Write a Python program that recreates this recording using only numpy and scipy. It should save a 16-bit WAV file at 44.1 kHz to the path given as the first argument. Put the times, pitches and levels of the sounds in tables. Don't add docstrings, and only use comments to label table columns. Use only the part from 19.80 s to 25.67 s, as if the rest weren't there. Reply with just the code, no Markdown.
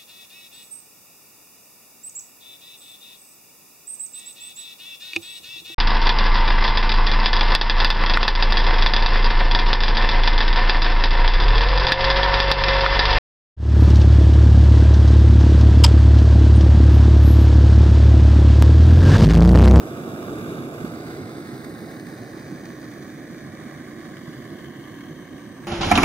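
import sys
import numpy as np
from scipy import signal
from scipy.fft import rfft, irfft, next_fast_len
from scipy.io import wavfile
from scipy.ndimage import uniform_filter1d

SR = 44100
rng = np.random.default_rng(int(sys.argv[2]) if len(sys.argv) > 2 else 0)


def output_pcm(signal):
    pcm = np.clip(np.atleast_2d(signal).T, -1, 1) * 32767
    wavfile.write(sys.argv[1], SR, np.round(pcm).astype(np.int16))


N = 258867
TIME = np.arange(N) / SR
ROAR_TOP_HZ, HISS_FROM_HZ = 850, 2600


def gain_of(db):
    return 10 ** (np.asarray(db) / 20)


def unit_rms(x):
    return x / np.sqrt(np.mean(x ** 2) + 1e-20)


def at_frequency(rows, hz):
    f, value = np.transpose(rows)
    return np.interp(np.log(hz + 1), np.log(f + 1), value)


def at_time(rows, t):
    times, *columns = np.transpose(rows)
    return [np.interp(t, times, column) for column in columns]


def bell(hz, centre_hz, octaves):
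    away = np.float32(np.log2(hz + 1) / octaves) - np.float32(np.log2(centre_hz) / octaves)
    return np.exp(-np.minimum(away ** 2, 20))


def below(x, hz, order=24):
    size = next_fast_len(N + 4096)
    f = np.fft.rfftfreq(size, 1 / SR)
    return irfft(rfft(x, size) / (1 + (f / hz) ** order), size)[..., :N]


def wander(slow_hz, fast_hz):
    band = signal.butter(1, [slow_hz, fast_hz], "bandpass", fs=SR)
    return unit_rms(signal.lfilter(*band, rng.standard_normal(N)))


def steadied(pair, seconds):
    size = int(seconds * SR)
    power = uniform_filter1d(uniform_filter1d(pair.mean(0) ** 2, size), size // 2)
    return pair / np.sqrt(abs(power) + 1e-20)


# t/s, height (0 beside the flame, 1 above the pot)
MICROPHONE_RISE = [(0, 0.046), (.85, 0.00056), (1.2, 0.14), (2.5, 0.49), (3.5, 0.61), (4.5, 0.74),
                   (5.87, 0.98)]
def height_at(t):
    return at_time(MICROPHONE_RISE, t)[0]


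# t/s, level change/dB
FLAME_SURGES = [(.28, 2), (.515, 3), (.6, 2.5), (.68, 1.5), (.75, 2.5), (.835, 0), (.915, -3.5), (.98, -3),
                (1.045, 6), (1.37, 4), (2.5, -2), (2.73, 3.5), (3.73, 1), (3.79, -2), (3.86, 3), (3.92, -2),
                (4.2, 2), (4.5, 2.5), (4.59, 3.5), (4.735, 4), (4.9, 2), (5.22, 2.5), (5.32, 5), (5.46, -4),
                (5.54, 2)]
def roar(noise, flutter, throb_top_hz=420, surge_s=0.026):
    low, height = below(noise, ROAR_TOP_HZ), height_at(TIME)
    level_db = -31 - 9 * height ** 0.59
    shade_db = 1.5 * height
    surges_db = sum(db * np.exp(-((TIME - s) / surge_s) ** 2) for s, db in FLAME_SURGES)
    throb_db = wander(6.5, 7.0) + surges_db
    deep = below(steadied(low, seconds=0.083), throb_top_hz, order=12)
    even = steadied(low, seconds=0.064)
    upper = even - below(even, throb_top_hz, order=12)
    return deep * gain_of(level_db + throb_db) + upper * gain_of(level_db - shade_db + 0.7 * flutter)


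# t/s, rush level at the burner head/dB, jet hiss level/dB
GAS_FLOW = [(0.05, -46.5, -52.8), (.33, -46.3, -52.5), (0.53, -44.5, -51), (.87, -47, -53),
            (1.62, -49, -53.5), (2.2, -49, -54.5), (3.0, -48.3, -56), (3.45, -49, -58), (3.95, -47.5, -58),
            (4.5, -48.5, -57), (5.2, -49, -57), (5.63, -51.5, -59.5), (5.85, -49.5, -58.5)]
def rush_and_hiss(noise, flutter, waver_db=0.52):
    rush_db, hiss_db = at_time(GAS_FLOW, TIME) + waver_db * wander(2.97, 4.5)
    sizzle_db = 1.5 * wander(40, 500)
    under_hiss = below(noise, HISS_FROM_HZ)
    rush = steadied(under_hiss - below(noise, ROAR_TOP_HZ), seconds=0.18)
    rush *= gain_of(rush_db + 1.08 * flutter + sizzle_db)
    hiss = steadied(noise - under_hiss, seconds=0.29) * gain_of(hiss_db)
    shake_db = 1.32 * flutter + sizzle_db
    rasp = below(hiss, hz=7000, order=8)
    jet = hiss - rasp
    return rush + rasp * gain_of(shake_db) + jet * gain_of(0.38 * shake_db)


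# f/Hz, half width/Hz, gain/dB
SURROUNDING_HUMPS = [(142.4, 18.3, 3.5), (201, 7.6, -0.5), (233.7, 14.5, 5), (289.8, 12.5, -6),
                     (316.5, 35.3, 5), (961, 23.5, -12.5)]
def surroundings_db(hz):
    return sum(db * np.exp(-((hz - f) / width) ** 2) for f, width, db in SURROUNDING_HUMPS)


# f/Hz beside the flame, f/Hz halfway up, f/Hz above the pot, half width/octaves,
# left gain/dB, right gain/dB
ECHO_NULLS = [(540, 406, 350, 0.36, -2.5, 2), (696, 966, 720, 0.18, -10.0, -0.5),
              (995, 965, 960, 0.212, 0.5, -7.5), (998, 1310, 1270, 0.12, -1.5, -2.5),
              (2390, 3030, 2180, 0.19, 0.0, -15), (5460, 5520, 5200, 0.098, -6.5, -4),
              (6700, 7290, 6800, 0.31, -9, -2.5), (9400, 9170, 11000, 0.37, -8, -3.5)]
def interference_db(height, hz):
    total_db = 0
    for *path_hz, octaves, left_db, right_db in ECHO_NULLS:
        null_hz = np.interp(height, [0, 0.5, 1], path_hz)
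        total_db += np.multiply.outer([left_db, right_db], bell(hz, null_hz, octaves))
    return total_db


# f/Hz, half width/octaves, height of fullest effect,
# reach in height, slide/octaves per unit height, left gain/dB, right gain/dB
COLOUR_BANDS = [(220, 0.077, 0.25, 0.3, 0.071, -5.5, -3.5), (286, 0.065, 0.84, 0.34, -0.22, 11.5, 7),
                (444, 0.21, 0.82, 0.58, -0.17, -7.5, -8), (713, 0.16, 0.08, 0.68, 0.68, 8.5, 6.0),
                (737, 0.071, 1, 0.43, -0.093, 6, 6.5), (804, 0.052, 0.9, 0.08, -0.07, -8.5, 1.5),
                (830, 0.061, 0.72, 0.55, 0.07, -15.5, -12.5), (960, 0.17, 0.3, 0.29, 0.99, -8.5, 1),
                (954, 0.055, 0.3, 0.77, 0.08, 4.0, -15), (960, 0.06, 0.93, 0.16, 0.43, 7.5, 1),
                (1200, 0.13, 0.43, 0.41, 0.13, -16, -2), (1330, 0.08, 0.56, 0.35, -0.14, 5.5, 1),
                (1333, 0.124, 1, 0.77, -0.34, 5.5, -8), (1410, 0.077, 0.9, 0.18, 0.15, -10, -5.5),
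                (1706, 0.17, 0.76, 0.98, -0.03, 8.5, 1), (1910, 0.17, 0.04, 0.25, -0.23, -12.5, -13),
                (2100, 0.089, 0.54, 0.14, 0.26, -6, -6), (2230, 0.071, 0.95, 0.14, 0.04, 12, 12),
                (2300, 0.073, 0.63, 0.048, -0.2, 6.5, 2), (2430, 0.14, 0.79, 0.3, -0.6, -11, -1.5),
                (2550, 0.027, 0.11, 0.21, 0.1, 0, 2), (2680, 0.3, 0.29, 0.16, -0.38, -5, -8.5),
                (3000, 0.14, 0.68, 0.074, -0.11, -4, 13), (3120, 0.057, 0.1, 1, 0.21, -13.5, -9),
                (3170, 0.17, 0.83, 0.18, 0.17, 10, -14), (3430, 0.032, 0.74, 0.25, 0.49, 11.5, -1),
                (3330, 0.079, 0.52, 0.14, 0.8, -2.5, 10.5), (3460, 0.14, 0.28, 0.17, -0.24, -5, 4.5),
                (3720, 0.026, 0.96, 0.15, -0.45, 4, -13.0), (3750, 0.055, 0.66, 0.1, 0.32, 8.5, -3),
                (4210, 0.053, 0.33, 0.14, 0.21, -1, -0.5), (4300, 0.17, 0.04, 0.068, -0.59, -8.5, -11),
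                (4590, 0.27, 0.88, 0.32, 0.34, -6.0, -3.0), (4850, 0.035, 0.75, 0.061, -0.064, 4, 8),
                (4950, 0.13, 0.78, 0.38, 0.093, -0.5, 2.5), (5080, 0.087, 0.97, 0.064, 0.09, -2, 6.0),
                (5800, 0.16, 0.79, 0.1, -0.95, 1, -7.5), (6080, 0.083, 0.81, 0.51, 0.011, 0.5, 11.5),
                (6200, 0.04, 0.5, 0.092, 0.3, 7, 1), (7380, 0.2, 0.63, 0.14, -0.1, 7, 0),
                (7940, 0.106, 0.21, 0.47, 0.34, 6.5, -3), (8270, 0.11, 0.04, 0.28, 0.76, -5, -3.5),
                (8600, 0.022, 1, 0.12, -0.1, 11, 0), (8910, 0.09, 0.29, 0.31, 0.05, 11.5, 8),
                (9240, 0.017, 0.69, 0.12, 0.12, 6.5, 0), (12400, 0.097, 0.64, 0.13, 0.09, -8, -1),
                (14200, 0.42, 0.02, 0.18, 0.2, 0, -5)]
def colour_bands_db(height, hz):
    total_db = 0
    for centre_hz, octaves, fullest, reach, slide, left_db, right_db in COLOUR_BANDS:
        nearness = np.exp(-((height - fullest) / reach) ** 2)
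        shifted_hz = centre_hz * 2 ** (slide * (height - fullest))
        total_db += np.multiply.outer([left_db, right_db], nearness * bell(hz, shifted_hz, octaves))
    return total_db


def echo_combs(t, hz, channels, from_hz=3300, shortest_s=0.000703, longest_s=0.0035, echoes=10):
    shape = (echoes, channels, 1, 1)
    mid_delay_s = shortest_s * (longest_s / shortest_s) ** rng.random(shape)
    drift_per_s = 0.0817 * rng.standard_normal(shape)
    polarity = rng.choice([-1, 1], shape)
    delay_s = mid_delay_s * (1 + drift_per_s * (t - t.mean()))
    combs = (polarity * np.cos(2 * np.pi * hz * delay_s)).sum(0)
    return unit_rms(combs) * hz ** 4 / (hz ** 4 + from_hz ** 4)


# t/s, lead of the left microphone/ms
BURNER_LEAD = [(0, 0.043), (0.9, 0.065), (1.35, 0.027), (2.15, -0.027), (2.95, -0.083), (3.75, -0.117),
               (5.87, -0.098)]
# f/Hz, left lead/rad
PAIR_PHASE = [(100, -0.2), (350, -0.029), (650, -0.78), (1100, -0.23), (1400, 0.78), (2200, 0.83),
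              (3500, -1.58), (6000, 1.88)]
# f/Hz, half width/octaves, height, reach in height, left lead/rad
NULL_TURNS = [(772, 0.27, 0.01, 0.16, 1.5), (900, 0.091, 0.56, 0.36, -4.0), (906, 0.13, 0.49, 0.67, 2.5),
              (1305, 0.17, 0.67, 0.48, 2.5), (1380, 0.099, 1, 0.15, -0.5), (1710, 0.23, 0.01, 0.32, 1.4),
              (2340, 0.14, 0.0, 0.1, 2.5), (2740, 0.17, 0.87, 0.26, 4.5), (2884, 0.32, 0.33, 0.39, 4.5),
              (3080, 0.093, 0.06, 0.15, -4), (3230, 0.35, 0.09, 0.14, -3), (3280, 0.1, 0.68, 0.095, 3.5),
              (4200, 0.041, 0.85, 0.11, 2.5), (4260, 0.12, 0.0, 0.66, 2.5), (6730, 0.16, 0.76, 0.38, 1.9),
              (8060, 0.18, 0.07, 0.41, 2)]
def left_lead(t, hz, scatter_rad=0.55):
    height = height_at(t)
    lead_s = at_time(BURNER_LEAD, t)[0] / 1000
    bearing = 2 * np.pi * hz * lead_s * (hz > ROAR_TOP_HZ)
    turns = sum(radians * np.exp(-((height - fullest) / reach) ** 2) * bell(hz, centre_hz, octaves)
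                for centre_hz, octaves, fullest, reach, radians in NULL_TURNS)
    scatter = scatter_rad * echo_combs(t, hz, channels=1)[0]
    return at_frequency(PAIR_PHASE, hz) + bearing + turns + scatter


# f/Hz, relative level/dB
FLAME_SPECTRUM = [(25, -74), (60, -19), (130, -5.0), (345, -5.0), (460, -6.5), (740, -17.5), (860, -16.5),
                  (1150, -15.5), (1380, -21), (1700, -20), (2200, -19.5), (2700, -29.5), (3700, -28.5),
                  (7500, -32.5), (15500, -39.5)]
# f/Hz, coherence
PAIR_COHERENCE = [(30, 0.58), (70, 0.97), (350, 0.99), (750, 0.96), (930, 0.8), (1100, 0.93), (2100, 0.95),
                  (2800, 0.62), (3600, 0.68), (4700, 0.7), (6500, 0.57), (9000, 0.48), (15000, 0.3)]
# f/Hz, left minus right level/dB
PAIR_BALANCE = [(100, 1), (230, -5.0), (450, 3.0), (750, -4), (1150, -9.0), (1700, -9), (3000, 0.5),
                (4500, 0), (8500, 10.5), (14000, -3.5)]
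def turbulence(size=2048):
    hop = size // 4
    t, hz = np.arange(N // hop + 5)[:, None] * hop / SR, np.fft.rfftfreq(size, 1 / SR)
    height = height_at(t)
    draws = rng.standard_normal((4, len(t), len(hz)))
    left, independent = draws[::2] + 1j * draws[1::2]
    coherence = at_frequency(PAIR_COHERENCE, hz) ** (1 + 0.4 * height)
    right = coherence * left + np.sqrt(1 - coherence ** 2) * independent
    right *= np.exp(-1j * left_lead(t, hz))
    lean_db = at_frequency(PAIR_BALANCE, hz) / 2
    steady_db = at_frequency(FLAME_SPECTRUM, hz) + surroundings_db(hz)
    moving_db = interference_db(height, hz) + colour_bands_db(height, hz)
    ripple_db = 1.9 * echo_combs(t, hz, channels=2)
    spectra = np.array([left * gain_of(lean_db), right * gain_of(-lean_db)])
    spectra *= gain_of(steady_db + moving_db + ripple_db)
    return signal.istft(spectra, nperseg=size, noverlap=size - hop, time_axis=1, freq_axis=2)[1][:, :N]


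# t/s, relative peak level/dB
FLAME_SPITS = [(0.5846, -50), (1.844, -41.5), (2.197, -44), (2.2667, -43), (2.8544, -42), (4.3682, -43.5),
               (5.2067, -45)]
def spits(noise, rise_s=0.00052, decay_s=0.0034, low_hz=1200, high_hz=9000, gain_db=-2.0):
    treble = noise - below(noise, low_hz)
    bright = steadied(below(treble, high_hz, order=2), seconds=0.2)
    age = np.arange(SR // 40) / SR
    burst = (1 - np.exp(-age / rise_s)) * np.exp(-age / decay_s)
    times, peak_db = np.transpose(FLAME_SPITS)
    impulses = np.bincount(np.round(times * SR).astype(int), gain_of(peak_db + gain_db), N)
    return bright * signal.oaconvolve(impulses, burst / burst.max())[:N]


def scene():
    noise = turbulence()
    flutter = wander(0.99, 72)
    return roar(noise, flutter) + rush_and_hiss(noise, flutter) + spits(noise)


def record(dry, edge_hz=15760):
    low_pass = signal.firwin(1023, edge_hz, window=("kaiser", 9), fs=SR)
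    return signal.oaconvolve(dry, low_pass[None], "same", axes=1)


dry = scene()
out = record(dry)
output_pcm(out)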